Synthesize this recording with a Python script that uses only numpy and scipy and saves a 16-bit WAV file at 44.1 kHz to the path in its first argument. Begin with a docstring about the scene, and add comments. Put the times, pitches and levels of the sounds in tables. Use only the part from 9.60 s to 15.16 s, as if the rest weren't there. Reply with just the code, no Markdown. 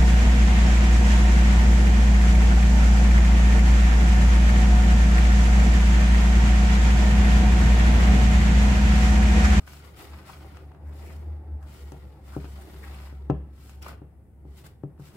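"""Close on a wide plastic bowl on a kitchen counter, in stereo: a wire whisk stirs dry flour.
Quick strokes open the take, the wires crunching through the powder and hissing along the wall.
Their drag keeps the bowl's lowest mode droning, strongest a little before 2 s. Then the bowl rocks
and thumps on the counter, hardest at 3.7 s. Wires tick and skid on the plastic throughout, sharply
near 4.3 s; a few more strokes and soft thumps end the take over quiet room tone."""
import sys
import numpy as np
from scipy import signal
from scipy.fft import rfft, irfft
from scipy.io import wavfile

SR = 44100
rng = np.random.default_rng(int(sys.argv[2]) if len(sys.argv) > 2 else 0)


def output_pcm(signal):
    """Save a mono or channel-first signal as 16-bit PCM at the path in sys.argv[1].

    Samples are clipped to [-1, 1] before scaling.
    """
    pcm = np.clip(np.atleast_2d(signal).T, -1, 1) * 32767
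    wavfile.write(sys.argv[1], SR, np.round(pcm).astype(np.int16))


N = 245195
TIME = np.arange(N) / SR
FREQS = np.maximum(np.fft.rfftfreq(N, 1 / SR), 1)

# Room tone in the kitchen. Each row: frequency in Hz, relative level in dB.
ROOM_TONE = [(25, -8.5), (50, 10.5), (100, 14.5), (200, 3.5), (400, -2.5), (1000, -29.5), (2000, -25.5),
             (4000, -40.5), (6500, -40), (9000, -30.5), (16000, -35.5)]
# The kitchen's decay. Each row: frequency in Hz, t60 in seconds.
KITCHEN_DECAY = [(150, 0.5), (600, 0.31), (2500, 0.7), (12000, 0.08)]
# How alike the two microphones sound. Each row: frequency in Hz, correlation.
MIC_LIKENESS = [(60, 0.97), (150, 0.87), (300, 0.85), (600, 0.67), (1100, 0.34), (2200, 0.03),
                (4500, -0.13), (8000, 0.079), (16000, -0.046)]
# Balance of the microphones. Each row: frequency in Hz, left minus right in dB.
MIC_BALANCE = [(80, 0.6), (250, 0.5), (500, -2), (1200, 3.5), (2400, 2.5), (4400, 0.8), (8000, 2.5),
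               (15000, 1.5)]

# The bowl's lowest mode as the grip bends it. Each row: time in seconds, pitch in Hz.
DRONE_PITCH = [(0.0, 72.34), (1.1, 74.5), (1.85, 76.13), (2.15, 71), (2.6, 68.92), (5.15, 69.65),
               (5.45, 74.2)]
# That mode under the whisk's drag. Each row: time in seconds, level in dB.
DRONE_LEVEL = [(0.0, -48.5), (0.15, -46.5), (0.4, -53.5), (0.56, -42), (0.68, -56.5), (0.79, -45),
               (1.08, -43), (1.15, -57), (1.27, -37.5), (1.49, -41), (1.69, -32), (1.86, -36), (1.92, -33),
               (2.18, -49.5), (2.24, -39), (2.38, -47.5), (2.48, -42.5), (2.56, -50), (2.8, -36.5),
               (3.13, -47), (3.19, -39.5), (3.67, -39), (3.75, -33), (4.06, -49), (4.24, -42.5),
               (4.75, -54.5), (4.91, -45.5), (5.25, -61), (5.36, -49), (5.56, -61)]
# Modes of the bowl on the counter. Each row: frequency in Hz, relative level in dB, t60 in seconds,
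# left minus right in dB.
BOWL_MODES = [(139, -19.5, 0.033, -9), (144.4, -3.5, 0.2, 2.5), (180, -14.5, 0.22, 0.5),
              (290, -32.5, 0.033, 3.5), (293.7, -17.5, 0.095, -3.5), (307, -6, 0.03, 10),
              (322, -20.5, 0.11, 3), (381, -12.5, 0.1, 4), (403, -17.5, 0.068, 20), (457, -18.5, 0.11, 6.5),
              (493.5, -28, 0.13, -8), (536, -20.5, 0.098, 11), (620, -25.5, 0.21, 4.5),
              (698, -16.5, 0.036, -19), (748, -25.5, 0.1, 12), (772, -19, 0.067, 7),
              (848, -33, 0.055, -11.5), (1040, -27.5, 0.086, 15), (1098, -32.5, 0.079, 1.5),
              (1305, -28, .09, 17), (1296, -28.5, 0.039, 15.5)]
# The bowl thumps down. Each row: start in seconds, relative level in dB, softness as a cut-off in Hz.
THUMPS = [(2.32, -33, 1500), (2.7647, -20, 523), (2.8427, -35, 1530), (3.525, -36.5, 600),
          (3.6985, -11, 900), (4.4176, -33.5, 460), (4.852, -39.5, 560), (5.2358, -22, 380),
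          (5.396, -28.5, 190)]

# A slipping wire sings. Each row: start in seconds, nominal pitch in Hz, level in dB.
PINGS = [(3.012, 9350, -57), (3.350, 9500, -56.5), (4.226, 5594, -46), (5.068, 7800, -64)]
# A wire skids over the plastic. Each row: middle in seconds, half length in seconds, hiss in dB,
# rasp in dB, pitch of the rasp in Hz.
SKIDS = [(0.078, 0.0027, -66, -46.5, 1640), (0.4, 0.023, -65, -61, 2640), (0.411, 0.01, -63, -50.5, 1110),
         (0.699, 0.0053, -58, -44.5, 1080), (0.856, 0.007, -75, -49, 585), (0.97, 0.0018, -64, -60, 1700),
         (1.285, .025, -68.5, -67.5, 1800), (1.478, 0.043, -70, -57.5, 2050),
         (2.036, 0.017, -66.5, -59, 1270), (2.343, 0.015, -76, -52, 636), (2.746, 0.017, -67, -50.5, 1220),
         (3.019, 0.011, -59, -60, 1600), (3.241, 0.0091, -57, -49.5, 1920),
         (3.347, 0.0053, -61, -54.5, 2640), (4.227, 0.0052, -48.5, -53.5, 2680),
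         (4.266, 0.0032, -54, -39, 1260), (4.287, 0.0051, -46.5, -43.5, 1190),
         (5.067, 0.0061, -52.5, -56, 1350), (5.401, .005, -61.5, -56, 1104)]
# A wire ticks on the plastic. Each row: start in seconds, relative level in dB, cut-off in Hz
# (low where flour cushions the wire).
TICKS = [(0.078, -35, 4500), (0.134, -37, 5000), (0.8457, -34.5, 1300), (0.971, -35.5, 4000),
         (1.118, -39, 1900), (1.148, -37.5, 1600), (1.447, -34, 796), (1.505, -38, 2000),
         (2.028, -46, 4500), (2.320, -38, 8000), (2.844, -40, 3800), (3.143, -38, 2500),
         (3.402, -36.5, 2500), (3.472, -36, 1490), (3.7006, -25.5, 2630), (4.095, -39.5, 7000),
         (4.264, -23.5, 1770), (4.317, -34, 2000), (4.330, -39, 2200), (4.380, -52, 2200),
         (5.2344, -45.5, 2000), (5.379, -49.5, 1800)]
# The wall's ring after a tick. Each row: frequency in Hz, relative level in dB.
TICK_SPECTRUM = [(150, -25), (350, 2.5), (800, -12), (1500, -7), (2600, -2), (3800, -9), (8000, -3),
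                 (16000, -5)]

# Ringing of the bowl's hollow. Each row: frequency in Hz, t60 in seconds.
HOLLOW_DECAY = [(200, 0.17), (800, 0.083), (3000, 0.1), (12000, 0.054)]
# Wall and wire resonances that colour the rubbing. Each row: centre in Hz, width in Hz, gain in dB.
WALL_RESONANCES = [(146.7, 10.7, 21), (190.6, 11, 0), (291.6, 16, 6), (383, 67, 6), (402, 13, 1),
                   (522, 18, 5.5), (643, 30, 4.5), (770, 220, 5), (1924, 54, 4), (2050, 81, 1.5),
                   (2895, 42, 2), (3310, 53, -1), (4250, 130, 2.5), (5220, 200, 1), (6450, 170, -0.5),
                   (8150, 390, 3), (9500, 400, 2)]
# Flour pushed, crushed, ground thin and scraped. Each row: frequency in Hz, relative level in dB.
PUSH_SPECTRUM = [(60, -25), (100, 7), (150, -1.5), (200, 9.5), (255, -5), (320, 4.5), (450, -2.5),
                 (600, -5), (850, -5.5), (1200, -13), (2000, -19.5), (5000, -75)]
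CRUNCH_SPECTRUM = [(300, -26.5), (700, -6.5), (1100, 3.5), (1400, 4), (1700, -4.5), (2100, -2),
                   (2600, -10.5), (3300, -26.5), (4800, -35), (7000, -39)]
GRIT_SPECTRUM = [(1200, -29), (2200, -5), (3100, -1.5), (4000, -4), (5000, -4), (6200, -15), (10000, -38)]
SCRAPE_SPECTRUM = [(500, -27), (1500, -2), (3000, 0.5), (4200, -2), (5200, 0.5), (6000, -2.5), (7600, 1),
                   (8600, -3.5), (9500, 0.5), (10500, -2.5), (13000, 0), (16000, -3)]
# Strokes drive the wires out to the wall. Each row: start, rise, hold and t60 of the retreat,
# all in seconds, then relative levels of crunch and scrape in dB.
STROKES = [(-0.1, 0.072, 0.19, 1.5, -59, -66.5), (0.045, 0.044, 0.041, 0.57, -54.5, -54.5),
           (0.226, 0.018, .015, 0.7, -53, -60.5), (0.347, 0.044, 0.044, 0.55, -49, -53.5),
           (0.507, 0.028, 0.047, 1.4, -53, -64), (0.637, 0.051, 0.02, 0.7, -52, -56),
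           (0.758, 0.073, 0.15, 0.52, -57, -66.5), (1.275, .13, 0.13, 0.6, -70, -61),
           (2.009, 0.15, 0.026, 0.69, -59, -58), (2.242, 0.036, 0.017, 2.2, -60, -66.5),
           (2.61, .09, 0.76, 0.44, -58, -60.5), (3.202, .025, 0.018, 1.8, -52, -65),
           (3.872, 0.21, 0.027, 0.49, -61.5, -61), (4.202, 0.04, 0.062, 0.22, -49, -57),
           (4.817, 0.2, .005, 0.43, -67.5, -65.5), (4.952, 0.036, .003, 0.14, -69, -56.5),
           (5.033, 0.016, 0.013, .23, -52.5, -59), (5.365, 0.11, .008, .3, -61, -59),
           (5.51, 0.046, .02, .3, -63, -61.5)]
# Ploughing through the heap between strokes. Each row: time in seconds, relative level in dB.
PLOUGHING = [(0.0, -63.5), (0.5, -61), (0.97, -55.5), (1.19, -57.5), (1.48, -51), (1.85, -58),
             (2.55, -58.5), (3.05, -55), (3.5, -60.5), (4.1, -69.5), (4.3, -52), (4.43, -64.5), (4.72, -72),
             (4.93, -63), (5.2, -69.5), (5.56, -59)]


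def from_db(db):
    """Decibels to gain."""
    return 10 ** (np.asarray(db) / 20)


def unit_rms(x):
    """Scale to unit power."""
    return x / np.sqrt(np.mean(x ** 2) + 1e-20)


def in_time(points):
    """Read a curve sample by sample."""
    return np.interp(TIME, *np.transpose(points))


def at_hz(points, hz):
    """Read a curve on a log-frequency axis."""
    f, value = np.transpose(points)
    return np.interp(np.log(hz), np.log(f), value)


def drift(rate):
    """A smooth random wander of rms 1 that changes about rate times a second."""
    return unit_rms(irfft(rfft(rng.standard_normal(N)) / (1 + (FREQS / rate) ** 2), N))


def convolve(x, response):
    """Pass a signal through a stereo response."""
    return signal.fftconvolve(np.atleast_2d(x), response, axes=1)[:, :N]


def spread(pair, hz):
    """Mix an unrelated pair onto the two microphones, alike in the bass and unlike in the treble."""
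    alike = at_hz(MIC_LIKENESS, hz)
    mid = np.sqrt((1 + alike) / 2) * pair[0]
    side = np.sqrt((1 - alike) / 2) * pair[1]
    return np.array([mid + side, mid - side])


def coloured(pair, spectrum, peaks=()):
    """Give an excitation a spectrum and resonances; stereo, rms 1."""
    peaks_db = sum(db / (1 + (2 * (FREQS - hz) / width) ** 2) for hz, width, db in peaks)
    gain = from_db(at_hz(spectrum, FREQS) + peaks_db)
    return unit_rms(irfft(spread(rfft(pair), FREQS) * gain, N))


def grains(per_s, size_db, clump_db, clump_rate):
    """Tiny slips at random, of uneven size, bunched as wire after wire passes."""
    born = rng.random(N) < per_s / SR
    sizes = from_db(size_db * np.minimum(rng.exponential(1, N), 4) + clump_db * drift(clump_rate))
    return born * sizes * rng.standard_normal((2, N))


def ring(clicks, hz, t60):
    """One damped mode: a unit click sets a sine of height 1 ringing."""
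    decay, step = from_db(-60 / (t60 * SR)), 2 * np.pi * hz / SR
    return signal.lfilter([0, np.sin(step)], [1, -2 * decay * np.cos(step), decay ** 2], clicks + 1e-18)


def dying_noise(t60s, spectrum):
    """A stereo response of unit energy a side: dense modes that die away octave by octave."""
    size = SR // 3
    hz = np.maximum(np.fft.rfftfreq(size, 1 / SR), 1)
    noise = spread(rfft(rng.standard_normal((2, size))), hz) * from_db(at_hz(spectrum, hz))
    out = 0
    for centre in 125 * 2 ** np.arange(8):
        band = irfft(noise * np.maximum(1 - abs(np.log2(hz / centre)), 0), size)
        out = out + band * np.exp(-np.log(1000) * TIME[:size] / at_hz(t60s, centre))
    return out / np.sqrt(np.sum(out ** 2) / 2)


def room_tone():
    """The kitchen behind the bowl: a faint, steady, low noise."""
    return from_db(-53.5) * coloured(rng.standard_normal((2, N)), ROOM_TONE)


def kitchen_reverb(direct):
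    """The room returns a short ring, well under the close sound."""
    colour = [(100, -10), (300, 0), (800, -2.5), (3000, 4.5), (14000, -17)]
    return from_db(-12) * convolve(direct.mean(axis=0), dying_noise(KITCHEN_DECAY, colour))


def bowl_drone():
    """Friction keeps the lowest mode swinging, unevenly and with faint overtones."""
    hz = in_time(DRONE_PITCH) + 0.76 * drift(rate=21.3)
    phase = 2 * np.pi * np.cumsum(hz) / SR
    wave = np.sin(phase) + from_db(-27.5) * np.sin(2 * phase) + from_db(-29) * np.sin(3 * phase)
    waver_db = 1.8 * drift(rate=10)
    return np.sqrt(2) * from_db(in_time(DRONE_LEVEL) - 0.1 + waver_db) * wave


def bowl_thumps():
    """Each soft blow on the counter sets the bowl's modes ringing, a little differently every time."""
    starts, blow_db, cutoff_hz = np.transpose(THUMPS)
    out = np.zeros((2, N))
    for hz, mode_db, t60, lean_db in BOWL_MODES:
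        clicks = np.zeros(N)
        # the blow takes a moment to spread over the shell
        arrival = ((starts + rng.uniform(0, .001)) * SR).astype(int)
        force = from_db(blow_db + mode_db + rng.normal(0, 1, len(starts)))
        clicks[arrival] = force / np.hypot(1, (hz / cutoff_hz) ** 2)
        out += ring(clicks, hz, t60) * from_db([[lean_db / 2], [-lean_db / 2]])
    # the thumps carry neither deep bass nor treble
    return signal.sosfilt(signal.butter(3, [110, 1600], "band", fs=SR, output="sos"), out)


def wire_pings():
    """A slipping wire rings in a close pair of modes that the flour soon damps."""
    out = np.zeros((2, N))
    for start, hz, db in PINGS:
        click = from_db(db) * (np.arange(N) == int(start * SR))
        lower, upper = ring(click, hz * 0.91, t60=0.082), ring(click, hz * 1.015, t60=0.04)
        out += [lower + .5 * upper, upper - .5 * lower]
    return out


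def wire_skids():
    """Brief stick-slip on the plastic: a hiss, and a rasp pitched by where the wire touches."""
    slips = grains(per_s=8000, size_db=1.5, clump_db=1, clump_rate=100)
    hiss_gain, rasp = np.zeros(N), np.zeros((2, N))
    for middle, half_length, hiss_db, rasp_db, hz in SKIDS:
        span = abs(TIME - middle) < .12
        touch = np.exp(-.5 * ((TIME[span] - middle) / half_length) ** 2)
        hiss_gain[span] += from_db(hiss_db) * touch
        band = signal.butter(2, [hz / 1.25, hz * 1.25], "band", fs=SR)
        wall = signal.lfilter(*band, spread(slips[:, span], hz))
        rasp[:, span] += from_db(rasp_db) * touch * unit_rms(wall)
    return rasp + hiss_gain * coloured(slips, SCRAPE_SPECTRUM, WALL_RESONANCES)


def wire_ticks():
    """A wire snaps against the wall: a dry crack, then many modes that die in hundredths of a second."""
    clicks = np.zeros(N)
    for start, db, cutoff_hz in TICKS:
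        contact = signal.lfilter(*signal.butter(2, cutoff_hz, fs=SR), signal.unit_impulse(256))
        first = int(start * SR)
        clicks[first:first + len(contact)] += from_db(db) * contact
    crack = signal.lfilter(*signal.butter(2, [400, 1500], "band", fs=SR), clicks)
    wall_t60s = [(300, 0.052), (1500, 0.039), (10000, 0.017)]
    wall = convolve(clicks, dying_noise(wall_t60s, TICK_SPECTRUM))
    return from_db(19) * crack + from_db(13.5) * wall


def bowl_hollow(rub):
    """Many small resonances add a hollow ring whose colour shifts as the whisk moves round; rms 1."""
    colour = [(150, -10), (500, 1), (1200, 1), (3000, -1), (16000, -3)]
    near, far = (convolve(rub, dying_noise(HOLLOW_DECAY, colour)) for _ in range(2))
    angle = 2 * np.pi * 1.5 * TIME + drift(rate=4)  # about 1.5 turns a second
    return unit_rms(rub + from_db(-7) * (np.cos(angle) * near + np.sin(angle) * far))


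def wall_strokes():
    """Each stroke swells, bears on the wall and dies away; gains of the crunch and of the scrape."""
    crunch_power, scrape_power = np.zeros(N), np.zeros(N)
    for start, rise, hold, t60, crunch_db, scrape_db in STROKES:
        age = TIME - start
        swell = np.sin(np.pi / 2 * np.clip(age / rise, 0, 1)) ** 2
        contact = swell * np.exp(-np.log(1000) * np.maximum(age - rise - hold, 0) / t60)
        crunch_power += (from_db(crunch_db) * contact) ** 2
        scrape_power += (from_db(scrape_db) * contact) ** 2
    return np.sqrt(crunch_power), np.sqrt(scrape_power)


def stirring_levels():
    """Steady ploughing and the strokes add up to the levels of push, crunch and scrape, in dB."""
    heap_db = in_time(PLOUGHING)
    stroke_crunch, stroke_scrape = wall_strokes()
    push = np.hypot(from_db(heap_db), from_db(-5.5) * stroke_crunch)  # a stroke shoves powder ahead
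    crunch = np.hypot(from_db(heap_db - 11.5), stroke_crunch)  # ploughing alone crunches softly
    scrape = np.hypot(from_db(heap_db - 26), stroke_scrape)  # and barely hisses
    # the load varies as wire after wire digs in
    flutter_db = -0.4 * drift(rate=15) * np.array([[1], [1], [.5]])
    return 20 * np.log10([push, crunch, scrape]) + flutter_db


def whisked_flour():
    """The wires push the powder, crush it and drag it along the wall."""
    push_db, crunch_db, scrape_db = stirring_levels()
    # the deep push is a smooth rub; the crunch is the grainiest
    push = bowl_hollow(grains(per_s=7000, size_db=1.0, clump_db=1.2, clump_rate=20))
    crunch = bowl_hollow(grains(per_s=9000, size_db=2.1, clump_db=2.1, clump_rate=50))
    scrape = bowl_hollow(grains(per_s=24000, size_db=1.2, clump_db=1.1, clump_rate=60))
    # the crunch turns gritty where only a thin layer lies between wire and wall
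    grit_db = 0.48 * crunch_db + 0.58 * scrape_db
    return (from_db(push_db + 4.0) * coloured(push, PUSH_SPECTRUM, WALL_RESONANCES)
            + from_db(crunch_db - 3.0) * coloured(crunch, CRUNCH_SPECTRUM, WALL_RESONANCES)
            + from_db(grit_db - 1.0) * coloured(crunch, GRIT_SPECTRUM, WALL_RESONANCES)
            + from_db(scrape_db + 0.55) * coloured(scrape, SCRAPE_SPECTRUM, WALL_RESONANCES))


def scene():
    """The bowl close to the microphones; behind it, the kitchen's short ring and room tone."""
    contacts = bowl_thumps() + wire_ticks() + wire_skids() + wire_pings()
    kitchen = kitchen_reverb(contacts) + room_tone()
    return kitchen + contacts + whisked_flour() + bowl_drone()


def record(dry):
    """The left microphone hears more of the bowl, except around 500 Hz; the top is cut steeply."""
    cutoff_hz = 15780
    balance = from_db(at_hz(MIC_BALANCE, FREQS) * np.array([[.5], [-.5]]))
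    top_cut = 1 / np.sqrt(1 + (FREQS / cutoff_hz) ** 300)
    return irfft(rfft(dry) * balance * top_cut, N)


dry = scene()
out = record(dry)
output_pcm(out)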